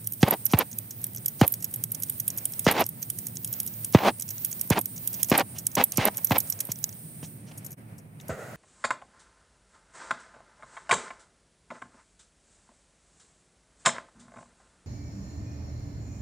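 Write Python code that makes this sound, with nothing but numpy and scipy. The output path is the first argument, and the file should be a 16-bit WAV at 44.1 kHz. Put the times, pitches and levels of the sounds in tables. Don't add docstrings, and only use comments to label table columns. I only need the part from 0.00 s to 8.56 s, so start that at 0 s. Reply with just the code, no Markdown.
import sys
import numpy as np
from scipy import signal
from scipy.fft import rfft, irfft, next_fast_len
from scipy.io import wavfile
from scipy.ndimage import uniform_filter1d

SR = 44100
rng = np.random.default_rng(int(sys.argv[2]) if len(sys.argv) > 2 else 0)


def to_wav(sig):
    pcm = np.clip(np.atleast_2d(sig), -1, 1) * 32767
    pcm = np.round(pcm).astype(np.int16)
    wavfile.write(sys.argv[1], SR, pcm.T)


N = 377496
PADDED = next_fast_len(N, real=True)
HZ = np.fft.rfftfreq(PADDED, 1 / SR) + 1

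# start_s, peak_db (before a trim), turns_per_e_fold of time, decay_ms,
# crack_db (relative to the swing), ember_db (roar left behind)
CATCHES = [(.23,-2,.67,9.6,-11.5,-31),(.535,-8.5,.9,19,-9,-30),(1.414,-4.5,.98,17,-11,-38),(2.666,-7.5,.98,11.6,-9.5,-34),
           (3.948,0,.81,12,-14.5,-27),(4.706,-9,.76,15,-17,-25),(5.316,-5.5,.82,7.8,-11.5,-22),(5.77,-19,.98,16,-15,-40),
           (5.981,-13,.88,16,-9,-28),(6.309,-12.5,.92,19,-8,-22),(6.69,-30,.95,16,-16,-60),(7.228,-31,.73,18,-13.5,-56),(8.292,-24.5,.86,30,-24,-41)]
# pitch_hz, level_db
ROAR_COLOUR = [(200, -52.5), (350, -6.5), (500, -2), (850, -0.5), (1200, -9), (1800, -40)]
# pitch_hz, level_db
BRIGHT_COLOUR = [(1000, -7.5), (1500, -1.5), (2300, -1), (3200, -6), (5000, -13.5), (6800, -19),
                 (8700, -27), (12000, -29.5)]
# pitch_hz, left_minus_right_db
PORT_BALANCE_DB = [(60, -2.0), (110, -2.0), (200, -1.5), (380, -1.5), (700, -0.5), (1290, 0.5),
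                   (2380, -1.5), (4400, -4.0), (8120, -1.5), (15000, -4.5)]


def striker():
    # pitch_hz, width_hz, level_db (relative within the part)
    file_modes = [(8720, 470, -7.5), (9360, 280, -1.5), (9810, 250, -8), (10160, 250, -4),
                  (10980, 1900, -7.5), (13800, 2100, -19), (14300, 870, -15.5)]
    cup_modes = [(5540, 690, 12), (6624, 380, 5), (7970, 120, 5), (5690, 1840, 7.5)]
    knock_modes = [(1300, 950, -2.5), (2266, 1500, 3.5), (3306, 200, 11), (3550, 90, 4.5), (3800, 290, 8.5)]
    snap_modes = [(11200, 900, -3.5), (11560, 280, -1), (12200, 250, 2), (13000, 700, 1.5),
                  (14100, 1200, -7.5), (15500, 1000, -3)]
    arm_hz, arm_ring_ms = 11908, 0.92

    snags = rng.random(N) < 6000 / SR
    strength = from_db(6.9 * np.minimum(rng.exponential(1, N), 3))
    teeth = rms_one(snags * strength * rng.choice([-1, 1], N))
    teeth = teeth + .5 * rng.standard_normal(N)

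    drive = np.full((4, N), 1e-18)
    pan = np.full(N, 3.5)
    for s, *parts_db, ms, pan_db in contacts():
        t = np.arange(int(.04 * SR)) / SR / (max(ms, 1) / 1000)
        press = np.minimum(t / 0.38, 1) / (1 + t ** 2.9)
        i = round(s * SR)
        drive[:, i:i + len(t)] += from_db(parts_db)[:, None] * press
        pan[i:i + len(t)] = pan_db

    hold = np.exp(-1000 / (arm_ring_ms * SR))
    ring = signal.lfilter([1 - hold], [1, -hold], drive[0])
    swing = np.maximum(ring, 1.6 * drive[0])
    out = swing * wavering(arm_hz, wobble=.005, rate_hz=200, flicker_db=1.5)

    parts = (snap_modes, file_modes, cup_modes, knock_modes)
    for push, modes, gain_db in zip(drive, parts, (-3.5, 3.5, 1.0, 0.5)):
        out = out + from_db(gain_db) * ring_body(teeth * push, modes) / np.std(ring_body(teeth[:SR], modes))
    return ports(out) * from_db(.5 * pan * [[1], [-1]])


def contacts():
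    # start_s, spring_arm_db, file_db, cup_db, contact_ms
    strokes = [(.0427,-47,-56,-50,4),(.2184,-42,-47,-43,5.2),(.513,-41,-50,-40,4.5),(.531,-44,-50,-45,5),(.7125,-47,-49,-47,7.5),
               (1.0146,-41,-52,-54,3.4),(1.1329,-47,-49,-54,3.2),(1.6009,-49,-55,-53,8.7),(1.7101,-44,-46,-55,4.2),(2.1217,-43,-51,-67,4.2),
               (2.1783,-42,-54,-70,6),(2.6405,-44,-42,-53,9),(3.0186,-42,-44,-45,4.5),(3.2825,-42,-52,-52,4),(3.737,-51,-54,-50,3.4),(3.9383,-45,-45,-47,5),
               (4.278,-53,-54,-46,7),(4.42,-46,-52,-49,2.8),(4.5946,-57,-43,-42,2.2),(4.8016,-41,-65,-65,3),(5.594,-41,-43,-41,1.3),(5.7145,-54,-47,-45,5.5),
               (6.4723,-53,-51,-50,6.7),(7.2363,-65,-59,-54,36),(7.7257,-50,-58,-50,6.4),(8.2086,-55,-64,-52,8),
               (.071,-26,-31,-37,2.8),(.121,-33,-43,-46,4),(.133,-33,-44,-53,5.5),(.228,-38,-29,-31,1.6),(.283,-33,-38,-53,2.7),
               (.3086,-13.5,-29,-50,1.8),(.334,-37,-62,-63,6),(.453,-20.5,-44,-63,5.2),(.4616,-34,-35,-34,4.8),(.5221,-34,-36,-44,4.2),
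               (.5874,-18,-28,-43,4),(.728,-52,-64,-37,3.2),(.785,-27,-33,-38,2.9),(.9057,-43,-45,-39,8),(1.0403,-30,-27.5,-36,3.3),
               (1.066,-33,-49,-50,2.8),(1.147,-44,-38,-47,3.7),(1.16,-34,-49,-43,4.5),(1.1727,-60,-50,-34,1.4),(1.1808,-41,-48,-39,2.2),
               (1.2586,-24,-27,-32,3.8),(1.2796,-27.5,-38,-37,6.4),(1.411,-29.5,-34,-33,2.7),(1.4654,-35,-49,-56,2.7),(1.4776,-17,-25,-42,2.8),
               (1.521,-23.5,-41,-65,5),(1.538,-30,-39,-35,4.2),(1.623,-37,-36,-38,5),(1.643,-24,-34,-30,2.7),(1.649,-47,-49,-36,2.9),
               (1.7376,-31,-31,-40,5.3),(1.759,-32,-44,-66,3.9),(1.8372,-23.5,-27.5,-29.5,3.6),(1.9173,-26,-34,-43,4.2),(1.9453,-39,-40,-41,6.3),
               (1.999,-40,-48,-58,5.7),(2.0212,-35,-36,-41,4.8),(2.0328,-28.5,-36,-34,4),(2.0962,-25.5,-26.5,-44,3.7),(2.198,-28,-35,-34,5.4),
               (2.278,-24.5,-25.5,-43,4.9),(2.3004,-39,-40,-39,5.8),(2.3741,-31,-33,-43,3.8),(2.3808,-35,-39,-36,6),(2.4532,-28,-24.5,-39,3.6),
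               (2.519,-39,-43,-47,7),(2.535,-43,-42,-34,2.4),(2.5921,-27,-27,-35,3.7),(2.6509,-45,-49,-35,1.7),(2.7121,-25,-25.5,-55,3.5),
               (2.7223,-30,-49,-41,2.7),(2.7922,-37,-53,-59,6.4),(2.8052,-27.5,-35,-47,5),(2.84,-64,-46,-31,1.2),(2.8637,-29,-29,-36,2.6),
               (2.8888,-30,-43,-51,4.5),(3.0253,-33,-43,-34,5),(3.0999,-29,-25,-33,3.5),(3.1855,-36,-32,-36,3.5),(3.2671,-33,-32,-34,3.6),
               (3.353,-46,-43,-48,9),(3.369,-48,-46,-33,2.3),(3.4444,-38,-27,-37,4.2),(3.4734,-41,-39,-42,4.9),(3.526,-30,-35,-42,6.5),
               (3.538,-45,-47,-29.5,1.4),(3.5997,-28.5,-28.5,-34,4.4),(3.6305,-39,-43,-59,2.7),(3.6622,-35,-37,-50,4.7),(3.6725,-35,-43,-37,6.8),
               (3.845,-36,-27,-34,4.1),(3.9237,-42,-38,-46,3.5),(4.196,-38,-30,-38,4),(4.2075,-40,-45,-42,5.4),(4.221,-36,-37,-33,4.1),
               (4.2882,-41,-40,-37,3.3),(4.3037,-34,-44,-36,6.5),(4.3807,-57,-53,-38,1.7),(4.447,-23.5,-24.5,-29,3.5),(4.4574,-39,-45,-53,4.4),
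               (4.511,-39,-40,-43,9),(4.527,-44,-48,-30,2.2),(4.6111,-25,-22.5,-28,3.2),(4.6744,-36,-48,-53,2),(4.7004,-24,-27.5,-29,4.2),
               (4.7882,-24.5,-26,-56,3.5),(4.8106,-28,-38,-46,4.2),(4.856,-26,-38,-33,3.2),(4.961,-46,-46,-41,6.6),(4.9778,-43,-50,-32,1.9),
               (5.073,-27,-26,-35,4.8),(5.1283,-38,-37,-41,5),(5.1388,-38,-45,-37,8.5),(5.2295,-21.5,-24.5,-28.5,3.9),(5.2437,-40,-45,-37,5.3),
               (5.2844,-45,-42,-43,5),(5.2976,-24,-31,-41,2.7),(5.3025,-35,-41,-34,4.4),(5.3763,-19,-22.5,-41,4.7),(5.394,-34,-41,-36,4.6),
               (5.5813,-41,-43,-39,11),(5.6662,-27.5,-23,-28.5,4),(5.7518,-25,-29,-24.5,3.9),(5.8385,-13,-20,-34,3.7),(5.9196,-32,-36,-30,3.4),
               (5.9713,-26,-30,-26,4.4),(6.0522,-18,-24,-41,3.2),(6.0744,-36,-41,-40,4.9),(6.1698,-28,-34,-38,3.2),(6.178,-34,-39,-35,4.7),
               (6.245,-17.5,-30,-34,4.4),(6.2694,-39,-51,-36,4),(6.2962,-47,-50,-33,2),(6.3046,-33,-39,-43,4.6),(6.3176,-31,-45,-38,4),
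               (6.381,-20.5,-25,-42,6),(6.4015,-29,-39,-32,5),(6.499,-23,-29.5,-35,4.5),(6.5222,-35,-43,-25.5,3.8),(6.5902,-49,-53,-36,1.5),
               (6.6031,-25,-27,-26,5),(6.6508,-36,-43,-61,3.7),(6.6698,-40,-65,-57,2),(6.7167,-26,-32,-25.5,3.7),(6.7563,-65,-67,-44,4.2),
               (6.7866,-50,-37,-54,2.3),(6.8405,-22.5,-33,-14,1.6),(6.8899,-44,-50,-40,3.2),(6.925,-67,-58,-44,4.5),
               (7.574,-47,-43,-49,11),(7.6444,-44,-44,-50,9),(7.6616,-42,-48,-44,5.6),(7.7045,-49,-55,-55,9),(7.7162,-45,-54,-52,4.3),
               (7.979,-61,-54,-54,12),(8.2804,-45,-44,-45,8)]
    # start_s, arm_db, file_db, cup_db, knock_db, contact_ms
    tap = (8.199, -60, -56, -51, -44, 4.5)
    knock_re_file_db, knock_re_cup_db, knock_most_db = -18, -17, -40
    pan_db, pan_spread_db = -2.0, 2.2
    away_s, away_pan_db, away_knock_db = 7.4, 6.0, -12
    firm_db, lead_s, lead_spread_s, lead_db = -36, .0105, .002, (-53, -57, -52, -64)

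    rows = [(*tap, away_pan_db)]
    for (s, arm, file, cup, ms), chance in zip(strokes, rng.standard_normal((len(strokes), 6))):
        away = s > away_s
        both = np.hypot(from_db(file + knock_re_file_db), from_db(cup + knock_re_cup_db))
        knock = min(20 * np.log10(both), knock_most_db) + away * away_knock_db
        side = (away_pan_db if away else pan_db) + pan_spread_db * chance[0]
        if file > firm_db:
            touch_s = s - lead_s + lead_spread_s * chance[1]
            rows.append((touch_s, *(lead_db + 3.0 * chance[2:]), 3.0, side))
        rows.append((s, arm, file, cup, knock, ms, side))
    return rows


def pops():
    out, t = np.zeros(N), np.arange(int(.08 * SR)) / SR
    crack = noise(BRIGHT_COLOUR) + 1.4 * noise(ROAR_COLOUR)
    for s, peak_db, sag, ms, crack_db, _ in CATCHES:
        turns = 50 * t + sag * np.log(1 + t / 0.000523)
        swell = np.minimum(t / 0.0017, 1) * np.exp(-(t * 1000 / ms) ** 2.02)
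        swing = -np.sin(2 * np.pi * turns) * swell
        i = round(s * SR)
        burst = from_db(crack_db) * crack[i:i + len(t)] * np.exp(-t / 0.0046)
        out[i:i + len(t)] += from_db(peak_db - 2.5) * (swing + burst)
    return out


def flame():
    # start_s, start_db, crest_s, crest_db, out_s, out_db,
    # bright_start_db, bright_end_db (both relative to the roar)
    licks = [(.25,-45,.286,-26,.288,-27,-1.5,-7),(.297,-41,.331,-25,.342,-27.5,-3,-8),(.57,-39,.6,-29,.618,-27,-4,-3),
             (1.426,-36,1.438,-26.5,1.452,-32,0,-8),(2.676,-33,2.69,-27.5,2.728,-30.5,9,-3),(2.738,-36,2.808,-21,2.826,-28,-2,-5),
             (3.969,-41,3.993,-36,4.03,-32,2.5,-8),(4.03,-30,4.05,-22.5,4.094,-22,-8,-4.5),(4.72,-36,4.73,-32,4.734,-34,3,8),
             (4.745,-44,4.782,-21,4.784,-22,1.5,-8),(5.336,-36,5.346,-26.5,5.363,-25.5,4,-2.5),(5.372,-37,5.388,-27,5.412,-24,-3,-4),
             (5.766,-48,5.772,-22,5.826,-26,-4,-3),(5.997,-35,6.03,-34,6.034,-34,7,1.5),(6.03,-33,6.082,-25,6.085,-26,1.5,-5),
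             (6.165,-80,6.185,-45,6.187,-45,4,-3),(6.34,-42,6.365,-22,6.372,-27,1.5,-5)]
    # pitch_hz, level_db
    flutter_colour = [(60, -36.5), (110, -9.5), (200, 11), (330, 8), (500, -30.5)]
    # time_s, level_db
    held = [(8.28, -60), (8.286, -73), (8.296, -29.5), (8.368, -43), (8.396, -38.5), (8.56, -42.5)]
    # pitch_hz, level_db
    tube_colour = [(200, -25), (380, -8), (560, -0.5), (800, -11), (900, -18.5), (1200, -15), (1420, -7),
                   (1700, -17), (1950, -11.5), (2200, -24.5), (2700, -25), (3000, -33), (5800, -34),
                   (6700, -25.5), (8500, -29), (11000, -50)]
    # pitch_hz, side_db (relative to the middle)
    flame_width = [(60, -16), (110, -16), (200, -43), (380, -17), (700, -20), (1290, -4), (2380, -35.5),
                   (4400, -7), (8120, -17), (15000, 2)]
    ember_edge_db, ember_fade_db_per_s = -1.5, 800
    die_db_per_s, dull_db_per_s = 1350, 300
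    flutter_db, flutter_rise = -9, .4

    rows = [(*lick, die_db_per_s) for lick in licks]
    for s, *_, db in CATCHES:
        ember = (s + .008, db, s + .009, db, s + .01, db)
        rows.append((*ember, ember_edge_db, ember_edge_db, ember_fade_db_per_s))

    gains, t = np.zeros((3, N)), np.arange(N) / SR
    for start, start_db, crest, crest_db, out, out_db, *edge_db, die in rows:
        at = slice(round(start * SR), round((out + .06) * SR))
        burning_db = np.interp(t[at], [start, crest, out], [start_db, crest_db, out_db])
        after = np.clip(t[at] - out, 0, None)
        roar_db = burning_db - die * after
        bright_db = np.interp(t[at], [start, out], edge_db) - dull_db_per_s * after
        low_db = flutter_db + flutter_rise * np.minimum(crest_db - roar_db, 25)
        new_gains = from_db([roar_db, roar_db + bright_db, roar_db + low_db])
        gains[:, at] = np.hypot(gains[:, at], new_gains)
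    gains = uniform_filter1d(gains, size=180)

    width = from_db(at_hz(flame_width))
    lumps = rms_one(from_db(2.3 * drift(120)))
    colours = (ROAR_COLOUR, BRIGHT_COLOUR, flutter_colour)
    body = sum(gain * spread(colour, width) for gain, colour in zip(gains, colours))
    return lumps * body + from_db(in_time(held, -120)) * spread(tube_colour, width)


def rubs():
    # start_s, level_db (of the low noise, before the swell), length_ms, brightness_db (high re low)
    scuffs = [(3.93, -40.5, 28, 2.5), (5.185, -49.5, 39, -6), (5.545, -48, 43, -8), (5.92, -46.5, 34, -10),
              (6.69, -47, 32, -4), (7.225, -48.5, 32, -2), (7.46, -57, 51, -3), (7.51, -49.5, 17, -18),
              (2.641, -48.5, 40, 8), (0.49, -48, 42, 1), (5.285, -43.5, 46, 0), (1.39, -48, 30, 4),
              (0.203, -49.5, 30, 4), (5.4, -48, 8, 1), (6.143, -50, 9, 3), (5.955, -49.5, 19, 5)]
    # pitch_hz, level_db
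    low_colour = [(300, -30), (600, 3), (1500, -10), (3000, -3), (4500, -13)]
    # pitch_hz, level_db
    high_colour = [(2500, -16), (4000, -5), (6000, 5), (8000, -11), (14000, -12), (16000, -30)]
    low, high, out = noise(low_colour), noise(high_colour), np.zeros(N)
    for s, level_db, ms, bright_db in scuffs:
        i, n = round(s * SR), int(ms * SR / 1000)
        scuff = low[i:i + n] + from_db(bright_db) * high[i:i + n]
        out[i:i + n] += from_db(level_db) * np.hanning(n) ** .5 * scuff
    return out


def unlit_jet():
    # time_s, jet_hiss_db, upper_hiss_db
    shading = [(0,-54,-48),(.3,-50,-47),(.62,-54,-51),(1,-57,-47.5),(1.48,-51,-46),(1.65,-53,-49),(2.4,-50.5,-48),(2.72,-55,-44),
               (2.9,-51.5,-52),(3.07,-52,-47),(3.33,-55,-49.5),(3.53,-61,-43),(3.72,-58,-44.5),(4.03,-58,-45),(4.12,-53,-53),(4.41,-56,-45),(4.65,-55,-44),
               (4.77,-57,-52),(4.91,-50,-48),(5.08,-59,-42.5),(5.22,-57,-43),(5.5,-51,-55),(5.79,-56,-48),(5.96,-50,-54),(6.34,-54,-46),
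               (6.65,-52,-50),(6.9,-54,-47),(7.2,-51,-54),(7.36,-56,-55),(7.48,-57,-72),(7.65,-63.5,-66),(8.2,-64,-72),(8.56,-72,-78)]
    # pitch_hz, level_db
    hiss_colour = [(5000, -21.5), (7000, -22.5), (8300, -3.5), (8800, 0), (9150, 5.5), (9600, -5.5),
                   (10200, -5), (11500, -11), (12500, -16)]
    # pitch_hz, level_db
    top_colour = [(11000, -23.5), (12500, -9), (14200, -1.5), (15500, -0.5), (15900, -17), (16800, -38.5)]
    hiss_db, top_db = in_time(shading)
    hiss = from_db(hiss_db) * diffuse(hiss_colour, patchy_db=2.5)
    return hiss + from_db(top_db) * diffuse(top_colour, patchy_db=1.9)


def garage():
    # time_s, rumble_db, air_db
    levels = [(0,-54,-65),(.8,-52,-62),(1.2,-51,-60),(2.4,-51,-60),(3.5,-50,-61),(4.5,-52,-61),(5.5,-48.5,-58),(5.8,-53,-59),(6.6,-51,-55),(6.9,-51,-62),(7.35,-49.5,-62),(7.55,-49.5,-57),(7.9,-51,-58),(8.2,-50,-55),(8.56,-44,-50)]
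    # pitch_hz, level_db
    rumble_colour = [(18, -78.5), (30, -47), (75, -15), (90, -7), (108, -0.5), (169, -5.5), (203, -6),
                     (330, -17), (700, -32), (910, -47.5), (1540, -120)]
    # pitch_hz, level_db
    air_colour = [(300, 3.5), (600, 10.5), (1100, 3.5), (2200, 3.5), (3500, -5.5), (5500, -6.5),
                  (7500, -9.5), (9000, -2)]
    # time_s, change_db
    treble_change = [(0, 0.1), (7.7, -1.5), (7.77, -7), (8.18, -7), (8.3, -2.5), (8.56, -3)]
    rumble_db, air_db = in_time(levels)
    air = diffuse(air_colour, patchy_db=2.17)
    treble = signal.sosfiltfilt(signal.butter(4, 2800, "high", fs=SR, output="sos"), air)
    air = air + (from_db(in_time(treble_change)) - 1) * treble
    return from_db(rumble_db) * diffuse(rumble_colour, patchy_db=0.57) + from_db(air_db) * air


def low_hum():
    # time_s, pitch_hz, level_db
    course = [(0, 114.6, -49.5), (2, 111, -55), (3.5, 109, -58), (4.5, 104.5, -51.5), (5.5, 137.2, -62.5),
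              (6, 149.3, -65), (7, 155, -60), (8.56, 144.9, -49.5)]
    hum_hz, hum_db = in_time(course)
    return from_db(hum_db) * wavering(hum_hz, wobble=0.03945, rate_hz=7.92, flicker_db=4.0)


def wavering(hz, wobble, rate_hz, flicker_db):
    level = np.sqrt(2) * from_db(flicker_db * drift(rate_hz))
    turns = np.cumsum(hz * (1 + wobble * drift(rate_hz))) / SR
    return level * np.sin(2 * np.pi * turns)


def ring_body(x, modes):
    out = 0
    for k, (hz, width_hz, db) in enumerate(modes):
        out = out + (-1) ** k * from_db(db) * resonate(x, hz, width_hz)
    return out


def resonate(x, hz, width_hz):
    r = np.exp(-np.pi * width_hz / SR)
    top = np.array([1, 0, -1]) * (1 - r * r) / 2
    return signal.lfilter(top, [1, -2 * r * np.cos(2 * np.pi * hz / SR), r * r], x)


def ports(x):
    # pitch_hz, left_lead_radians
    port_phase = [(20, 0), (780, 0), (1120, .5), (1500, -.1), (7000, .1), (8200, -.4), (8900, -1.7),
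                  (11400, -1.2), (12000, -1.6), (12700, -4.2), (16500, -3.5)]
    half = from_db(at_hz(PORT_BALANCE_DB) / 2) * np.exp(.5j * at_hz(port_phase))
    return irfft(rfft(x, PADDED) * np.array([half, 1 / half]), PADDED)[:, :N]


def diffuse(spectrum, patchy_db):
    # pitch_hz, left_right_likeness (1 same, 0 unrelated, -1 opposite)
    likeness = [(60, 0.96), (130, 0.96), (290, 0.88), (640, 0.35), (1410, -0.36), (3100, 0.077),
                (6820, 0.16), (15000, -0.58)]
    alike = np.clip(at_hz(likeness), -1, 1)
    return spread(spectrum, np.sqrt(1 - alike), np.sqrt(1 + alike)) * from_db(patchy_db * drift(3.6))


def spread(spectrum, side_gain, mid_gain=1):
    mid, side = noise_spectrum(spectrum, count=2)
    tilt = from_db(at_hz(PORT_BALANCE_DB) / 2 * [[1], [-1]])
    return irfft(tilt * (mid_gain * mid + side_gain * side * [[1], [-1]]), PADDED)[:, :N]


def noise(spectrum):
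    return irfft(noise_spectrum(spectrum, count=1)[0], PADDED)[:N]


def noise_spectrum(spectrum, count):
    gain = from_db(at_hz(spectrum))
    draws = rng.standard_normal((2, count, len(HZ)))
    return (draws[0] + 1j * draws[1]) * gain * PADDED / (2 * np.sqrt(np.sum(gain ** 2)))


def drift(rate_hz):
    r = np.exp(-80 * np.pi * rate_hz / SR)
    slow = signal.lfilter([1], [1, -2 * r, r * r], rng.standard_normal(N // 40 + 2002))[2000:]
    return np.interp(np.arange(N) / 40, np.arange(len(slow)), rms_one(slow))


def in_time(rows, outside=None):
    s, *columns = np.transpose(rows)
    return np.array([np.interp(np.arange(N) / SR, s, c, outside, outside) for c in columns])


def at_hz(points):
    hz, values = np.transpose(points)
    return np.interp(np.log(HZ), np.log(hz + 1), values)


def from_db(db):
    return np.exp(np.asarray(db) * np.log(10) / 20)


def rms_one(x):
    return x / np.sqrt(np.mean(x ** 2) + 1e-20)


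def scene():
    return striker() + ports(pops() + rubs() + low_hum()) + flame() + unlit_jet() + garage()


def record(dry):
    # time_s, level_db
    dip = [(0, 1.5), (7.74, 0.5), (7.755, -17), (7.763, -17), (7.78, 0), (8.56, -3.5)]
    dry = signal.sosfilt(signal.butter(2, 50, "high", fs=SR, output="sos"), dry * from_db(in_time(dip)))
    dry = dry / (1 + np.abs(dry / .93) ** 6) ** (1 / 6)
    dry = signal.sosfilt(signal.cheby2(10, 14, 16000, fs=SR, output="sos"), dry)
    return signal.sosfilt(signal.cheby2(24, 70, 16979, fs=SR, output="sos"), dry)


dry = scene()
out = record(dry)
to_wav(out)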